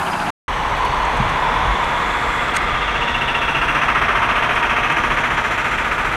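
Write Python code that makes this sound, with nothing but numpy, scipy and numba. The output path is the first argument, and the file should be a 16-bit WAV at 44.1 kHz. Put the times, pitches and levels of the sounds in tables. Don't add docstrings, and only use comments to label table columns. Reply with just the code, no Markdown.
import sys
import numpy as np
from scipy import signal
from scipy.fft import rfft, irfft
from scipy.io import wavfile
from scipy.ndimage import uniform_filter1d, map_coordinates
from numba import njit

SR = 44100
rng = np.random.default_rng(int(sys.argv[2]) if len(sys.argv) > 2 else 0)


def int16_out(signal):
    q = np.round(np.clip(np.atleast_2d(signal).T, -1, 1) * 32767)
    wavfile.write(sys.argv[1], SR, q.astype(np.int16))


def boost_factor(decibels):
    exponent = np.asarray(decibels, float) / 20
    return 10 ** exponent


N = 271656
T = np.arange(N) / SR

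CUT_S = (.3046, .4800)

# t/s, distance/m, block level/dB
DIESEL_PATH = [(.48, 18, -53), (1.5, 19.4, -49.5), (2.1, 16.3, -32), (2.5, 15.2, -26.5), (2.95, 12.65, -26),
               (3.4, 11.9, -21.5), (3.8, 10.8, -18), (4.05, 9.7, -17.5), (4.3, 10.76, -18.5),
               (5.2, 11, -19), (5.6, 11.4, -21), (6.16, 10.75, -22.5)]
# f/Hz, spectral level/dB per Hz
BLOCK_SPECTRUM = [(88, -32), (150, -2), (183, -52), (237, -19), (333, -8.5), (378, -13), (424, -9),
                  (510, -26.5), (596, -7.5), (839, -11), (914, 1.5), (996, -6), (1250, 1), (2620, -6.5),
                  (4500, -37), (5850, -81), (9900, -120)]
CYCLE_HZ, GEAR_TEETH = 14.78, 16
# place/cycle, block level/dB, cover level/dB, gas level/dB
STROKE = [(0, -8, -15, -5), (.06, 0, -2, 0), (.14, 1, 1, 0), (.25, -1.5, -4, 0), (.37, 0, -2, -1),
          (.5, -3, -8, -1.5), (.62, -3, -10, -.5), (.75, -5.5, -16, -2), (.86, -7, -18, -4),
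          (.94, -9, -19, -6)]
# multiple of the cycle rate, level/dB
EXHAUST = [(1, -26), (2, -12), (3, -19), (4, 6), (5, -6), (6, -16), (7, 6), (8, -2.5), (9, 0), (10, -1.5),
           (11, -21), (12, -26), (13, -38.5), (14, -17), (15, 5.5), (16, -15), (17, 7.5), (18, -22.5)]
# multiple of the tooth rate, level/dB
GEAR_LINES = [(1, -6.5), (2, -4), (3, 0.5), (4, 5.5), (5, 0.5), (7, -3.5), (8, 0), (9, -1.5)]
# t/s, level/dB, rise/s, fall/s
SUMP = [(2.7, -26.5, 0.97, 0.42), (4.05, -24.5, 0.32, 0.34), (4.9, -28, 0.51, .3), (5.95, -29.5, 0.24, .6)]
COVER = [(.5, -39, .3, 0.98), (3.45, -25.5, 0.62, 0.53), (4.35, -33, 0.18, 0.12), (4.9, -29, .3, 0.36),
         (5.7, -35, .3, .5)]
GEAR_SWELLS = [(2, -28, .8, .6), (3.2, -28, 0.95, 0.66), (4.5, -27.5, 0.78, 1.3)]
# t/s, level/dB, rise/s, fall/s
ROCKER = (4.5, -36, 1, 1.1)
COVER_HZ, COVER_SAG_HZ_PER_S, ROCKER_HZ = 2713, 87, 3130

# f/Hz, spectral level/dB per Hz
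RUSH_SPECTRUM = [(88, -15), (150, -7), (378, -9), (444, -6.5), (605, -5.5), (847, -3), (953, -3),
                 (1200, -4), (1520, -5), (2100, -7), (3040, -16.5), (3410, -13.5), (5000, -40.5),
                 (6500, -55), (11000, -120)]
AIR_DB, HOSE_HZ = -24.5, 996
# t/s, level/dB, rise/s, fall/s
LORRY = (1.5, -22.5, 1.13, 1.5)
# t/s, level/dB, rise/s, fall/s
HOSE = [(1.3, -21, 1.2, 1), (4.2, -27.5, 0.48, 0.69)]
WHINE = [(.9, -47, 0.18, .4), (3.0, -34, 1, 1.1), (4.6, -39.5, 0.34, 1.5)]
WHINE_HIGH_HZ, WHINE_LOW_HZ, WHINE_SAG_HZ_PER_S = 4400, 3382, 65
WHINE_DROPS_S, WHINE_DROP_LENGTH_S = 1.44, 0.27
# t/s, level/dB, rise/s, fall/s, f/Hz
HOLLOWS = [(1.9, -38.5, 0.65, 0.45, 3424), (2.5, -30.5, 0.47, 0.52, 2050), (3.2, -36.5, 0.58, 0.34, 3550),
           (5.8, -31, 0.3, .5, 1440)]

# f/Hz, spectral level/dB per Hz
STANDING_SPECTRUM = [(15, -62), (25, -13), (129, -15), (174, -9.5), (359, -14.5), (483, -19), (704, -6.5),
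                     (897, -3.5), (1500, -10), (1960, -18), (2630, -18.5), (2860, -26), (4890, -32),
                     (11000, -35), (15600, -53)]
STANDING_DIESEL_DB, STANDING_AIR_DB = -24, -23

# t/s, level/dB
VALVE = [
    (2.53, -62),
    (2.538, -36),
    (2.562, -27),
    (2.566, -15),
    (2.5715, -16),
    (2.573, -70),
]
# f/Hz, spectral level/dB per Hz
VALVE_SPECTRUM = [(880, -32), (1500, -1.5), (2920, -2.5), (3450, -27), (3800, -11.5), (4230, -10),
                  (5250, -19.5), (6640, -12.5), (7330, -19), (8740, -10.5), (9730, -29), (12800, -29.5),
                  (15600, -38)]
# t/s, level/dB, rise/s, fall/s
SEEP = (2.4, -48.5, .6, .14)
SEEP_HZ = (7400, 10100)
# t/s, level/dB, rise/s, fall/s
LEAK = (5.6, -51, .7, .7)
LEAK_HZ, LEAK_CLIMB_HZ_PER_S = 7200, 620
# t/s, level/dB, rise/s, fall/s
NOZZLE = [(3.8, -52, 0.55, .3), (5.0, -51, .35, 1.1)]

BUMP_S = (1.178, 1.1965, 1.1995, 1.255, 1.672)
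# level/dB, f/Hz, t60/s
BUMPS = [(-21, 70, 0.13), (-9.5, 127, 0.14), (-9, 208, 0.058), (-15, 105, 0.14), (-9.5, 48, 0.3)]
# t/s, level/dB, f/Hz, bandwidth/Hz, length/ms
TICKS = [(.685, -45, 5000, 3000, 10), (.77, -48.5, 9000, 8000, 5.5), (.846, -39, 6000, 6000, 5.4),
         (.853, -40, 10000, 2500, 3), (.944, -43, 8200, 1800, 2), (1.05, -39, 7200, 1500, 3),
         (1.165, -43, 7000, 7000, 8), (1.29, -41, 6000, 6000, 7.3), (1.843, -40, 6500, 5000, 3),
         (4.55, -42.5, 8000, 7000, 4.5), (4.92, -41, 7000, 6000, 5)]

# f/Hz, spectral level/dB per Hz
HISS_SPECTRUM = [(2350, -38), (4000, 0), (4630, -5.5), (5910, -3.5), (9000, -16), (11700, -38),
                 (19800, -120)]
TOP_SPECTRUM = [(4710, -19), (8000, -4.5), (8720, -3.5), (11300, -6), (14200, -16.5), (15600, -20)]
HISS_DB, TOP_DB, TOP_GROWS_DB_PER_S = -43.5, -54, 0.54
# t/s, share of the gain taken away/dB, rise/s, fall/s
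TOP_LULL = (2.9, -10, .25, .35)
# t/s, extra delay/ms, echo share
GROUND = [(.48, 0.503, 0.27), (1.3, 0.466, 0.19), (1.7, 0.29, 0.16), (2.6, 0.237, 0.25), (2.8, 0.29, .02),
          (3.1, 0.36, 0.08), (4.2, 0.34, 0.29), (6.16, 0.31, 0.041)]

# f/Hz, spectral level/dB per Hz
RUMBLE_SPECTRUM = [(11, -36), (18, -10), (35, 0), (49, 1.5), (62, -3.5), (87, -10), (141, -9), (200, -24),
                   (260, -38), (440, -120)]
# t/s, level/dB
JOLTS = [(.9, -28), (1.2, -29), (1.33, -29), (1.7, -21.5), (2.21, -33), (2.72, -26), (3.13, -29.5),
         (3.88, -43), (4.03, -36), (4.2, -34), (4.55, -36), (5.0, -34), (5.24, -38), (6.05, -33)]
RUMBLE_DB, RUMBLE_EASE_DB_PER_S = -29, 0.63
JOLT_RISE_S, JOLT_FALL_S = 0.066, 0.049
# f/Hz, rms level/dB
MOTOR_LINES = [(6115, -76), (6148, -77), (15735, -79.5)]


def diesel(turns, block_db):
    cover_hz = COVER_HZ - COVER_SAG_HZ_PER_S * (T - COVER[1][0]) + 35 * walk(5)
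    block = clatter(turns, .8) * knocking(turns, column=1, depth=1.1)
    block = steady(colour(block, BLOCK_SPECTRUM, .6, rate=3), .14)
    sump = clatter(turns, .6) * knocking(turns, column=1, depth=1.1)
    sump = steady(ring(sump, 1200, 140), .14)
    cover = clatter(turns, .6) * knocking(turns, column=2, depth=1.0)
    cover = steady(ring(cover, cover_hz, 240), .2)
    rocker = clatter(turns, .78) * knocking(turns, column=2, depth=1.0)
    rocker = steady(ring(rocker, ROCKER_HZ, 390), .33)
    hum = sum(boost_factor(db) * np.sin(2 * np.pi * (k * turns + rng.random())) for k, db in EXHAUST)
    sound = boost_factor(block_db) * (block + boost_factor(-18.5) * unit(hum))
    sound = sound + swells(SUMP) * sump
    sound = sound + swells(COVER) * boost_factor(1.1 * walk(10)) * cover
    sound = sound + swell(*ROCKER) * rocker
    return sound + swells(GEAR_SWELLS) * gear_mesh(turns)


def gear_mesh(turns):
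    lines = 0
    for k, db in GEAR_LINES:
        phase = k * GEAR_TEETH * turns + .05 * walk(20)
        lines = lines + boost_factor(db + 2.2 * walk(12)) * np.sin(2 * np.pi * phase)
    return unit(lines)


def passing_turns(metres):
    return 1.12 + CYCLE_HZ * (T - metres / 343)


def gas_pulses(turns, block_db):
    share = np.clip(boost_factor(block_db + 24), 0, 1)
    gas = knocking(turns, column=3, depth=.8)
    slap = knocking(turns - .03, column=1, depth=.7)
    puffs = np.sqrt(1 - share ** 2 + (share * gas) ** 2)
    taps = np.sqrt(1 - share ** 2 + (share * slap) ** 2)
    return puffs, taps


def knocking(turns, column, depth):
    table = np.transpose(STROKE)
    size = rng.standard_normal(int(3 * turns.max()) + 2)
    db = np.interp(turns % 1, table[0], table[column], period=1)
    db = db + .8 * np.interp(3 * turns, np.arange(len(size)), size)
    return unit(boost_factor(depth * db))


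def clatter(turns, memory):
    size, memory = int(SR / CYCLE_HZ), np.clip(memory, 0, .97)
    fresh = rng.standard_normal((int(turns.max()) + 12, size))
    pattern = signal.lfilter([1], [1, -memory], fresh, axis=0)[10:].ravel()
    return map_coordinates(pattern, [turns * size], order=3)


def suction():
    rush = np.hypot(boost_factor(AIR_DB), swell(*LORRY)) * colour(noise(), RUSH_SPECTRUM, .37, rate=7)
    hose = ring(noise(), HOSE_HZ * (1 + .03 * walk(9)), 270) * boost_factor(1.0 * walk(30))
    drop = .5 + .5 * np.tanh((T - WHINE_DROPS_S) / WHINE_DROP_LENGTH_S)
    whine_hz = WHINE_HIGH_HZ - (WHINE_HIGH_HZ - WHINE_LOW_HZ) * drop
    whine_hz = whine_hz - WHINE_SAG_HZ_PER_S * np.clip(T - WHINE_DROPS_S - 1, 0, None)
    whine = ring(noise(), whine_hz * (1 + .018 * walk(4)), 230)
    hollows = sum(swell(*row) * ring(noise(), hz, 250) for *row, hz in HOLLOWS)
    return rush + swells(HOSE) * hose + swells(WHINE) * whine + hollows


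def standing():
    turns = 1.14 + CYCLE_HZ * T
    knocks = clatter(turns, .82) * knocking(turns, column=1, depth=.43)
    knocks = colour(knocks, STANDING_SPECTRUM[:13])
    cover = ring(clatter(turns, .7) * knocking(turns, column=2, depth=1.1), 2800, 800)
    rush = with_ground(colour(noise(), STANDING_SPECTRUM, 1.6, rate=9.9), .47, .12)
    whistle_db = -54 + 12 * np.exp(-((T - .125) / .02) ** 2) + 8 * np.exp(-((T - .2) / .04) ** 2)
    whistle = boost_factor(whistle_db) * ring(noise(), 4950, 160)
    return boost_factor(STANDING_DIESEL_DB) * knocks + boost_factor(-36.0) * cover + boost_factor(STANDING_AIR_DB) * rush + whistle


def air_valve():
    return boost_factor(np.interp(T, *np.transpose(VALVE), -120, -120)) * colour(noise(), VALVE_SPECTRUM)


def jets(puffs):
    leak_hz = LEAK_HZ + LEAK_CLIMB_HZ_PER_S * (T - LEAK[0])
    leak = swell(*LEAK) * ring(noise(), leak_hz, 900)
    nozzle = puffs * swells(NOZZLE) * boost_factor(2.5 * walk(30)) * ring(noise(), 5950, 400)
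    seep = ring(noise(), SEEP_HZ[0], 1800) + boost_factor(-12.5) * ring(noise(), SEEP_HZ[1], 1800)
    return puffs * (leak + nozzle) + swell(*SEEP) * seep


def bumps():
    out = 0
    for s, (db, hz, t60) in zip(BUMP_S, BUMPS):
        after = np.clip(T - s, 0, None)
        envelope = np.exp(-np.log(1000) * after / t60) * (1 - np.exp(-after * hz * 2))
        out = out + boost_factor(db) * np.sin(2 * np.pi * hz * after) * envelope
    return out


def grit_ticks():
    out, grit = 0, noise()
    for s, db, hz, width, ms in TICKS:
        out = out + boost_factor(db) * ring(grit, hz, width) * np.exp(-((T - s) * 1000 / ms - 1) ** 2)
    return out


def hiss(puffs, taps):
    ms, share = curves(GROUND)
    body = boost_factor(HISS_DB) * puffs * colour(noise(), HISS_SPECTRUM, .41, rate=4.5)
    top_gain = boost_factor(TOP_DB + TOP_GROWS_DB_PER_S * T) * (1 - swell(*TOP_LULL))
    top = top_gain * taps * colour(noise(), TOP_SPECTRUM, .58, rate=3.87)
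    return with_ground(body + top, ms, share)


def rumble():
    jolts = swells([(s, db, JOLT_RISE_S, JOLT_FALL_S) for s, db in JOLTS])
    level = np.hypot(boost_factor(RUMBLE_DB - RUMBLE_EASE_DB_PER_S * T), jolts)
    return level * colour(noise(), RUMBLE_SPECTRUM, 1.2, rate=9)


def motor_whistles():
    return sum(boost_factor(db) * np.sin(2 * np.pi * hz * T) for hz, db in MOTOR_LINES)


def with_ground(x, ms, share):
    echo = map_coordinates(x, [np.arange(N) - ms * SR / 1000], order=3)
    return (x + share * echo) / np.sqrt(1 + share ** 2)


def colour(x, points, flicker_db=0, rate=10):
    hz, db = np.transpose(points)
    octave = np.log2(np.arange(1, N // 2 + 2) * SR / N)
    spectrum = rfft(x) * boost_factor(np.interp(octave, np.log2(hz), db, -120, -120))
    if not flicker_db:
        return unit(irfft(spectrum, N))
    out = 0
    for centre in np.arange(np.log2(hz[0]), np.log2(hz[-1]) + .5, .5):
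        band = irfft(spectrum * np.clip(1 - 2 * abs(octave - centre), 0, 1), N)
        out = out + boost_factor(flicker_db * walk(rate)) * band
    return unit(out)


@njit
def svf(x, hz, width):
    y, b, l = np.empty(len(x)), 0., 0.
    for i in range(len(x)):
        g, k = np.tan(np.pi * hz[i] / SR), width / hz[i]
        v = (b + g * (x[i] - l)) / (1 + g * (g + k))
        b, l, y[i] = 2 * v - b, l + 2 * g * v, k * v
    return y


def ring(x, hz, width):
    centre, width = hz + 0 * T, 1. * width
    return unit(svf(svf(x, centre, width), centre, width))


def steady(x, seconds):
    return x / np.sqrt(uniform_filter1d(x ** 2, int(seconds * SR)) + 1e-6)


def swell(s, db, rise, fall):
    return boost_factor(db) * np.exp(-((T - s) / np.where(T < s, rise, fall)) ** 2)


def swells(table):
    return np.sqrt(sum(swell(*row) ** 2 for row in table))


def walk(rate):
    k = int(SR / rate)
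    held = np.repeat(rng.standard_normal(N // k + 1), k)
    return uniform_filter1d(uniform_filter1d(held, k), k)[:N]


def curves(table):
    s, *columns = np.transpose(table)
    return [np.interp(T, s, c) for c in columns]


def noise():
    return rng.standard_normal(N)


def unit(x):
    return x / np.sqrt(np.mean(x ** 2))


def scene():
    metres, block_db = curves(DIESEL_PATH)
    turns = passing_turns(metres)
    puffs, taps = gas_pulses(turns, block_db)
    rolling = diesel(turns, block_db) + suction()
    rolling = rolling + air_valve() + jets(puffs) + bumps() + grit_ticks()
    rolling = rolling + hiss(puffs, taps) + rumble() + motor_whistles()
    fade = .0015
    standing_gain = np.clip((CUT_S[0] - T) / fade, 0, 1)
    rolling_gain = np.clip(np.minimum(T - CUT_S[1], T[-1] - T) / fade, 0, 1)
    return (standing() * standing_gain + rolling * rolling_gain)[None]


def roll_off(x):
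    return signal.sosfilt(signal.butter(12, 15720, fs=SR, output="sos"), x)


def record(dry):
    mix = np.tanh(1.29 * dry) / 1.289
    return roll_off(mix)


dry = scene()
out = record(dry)
int16_out(out)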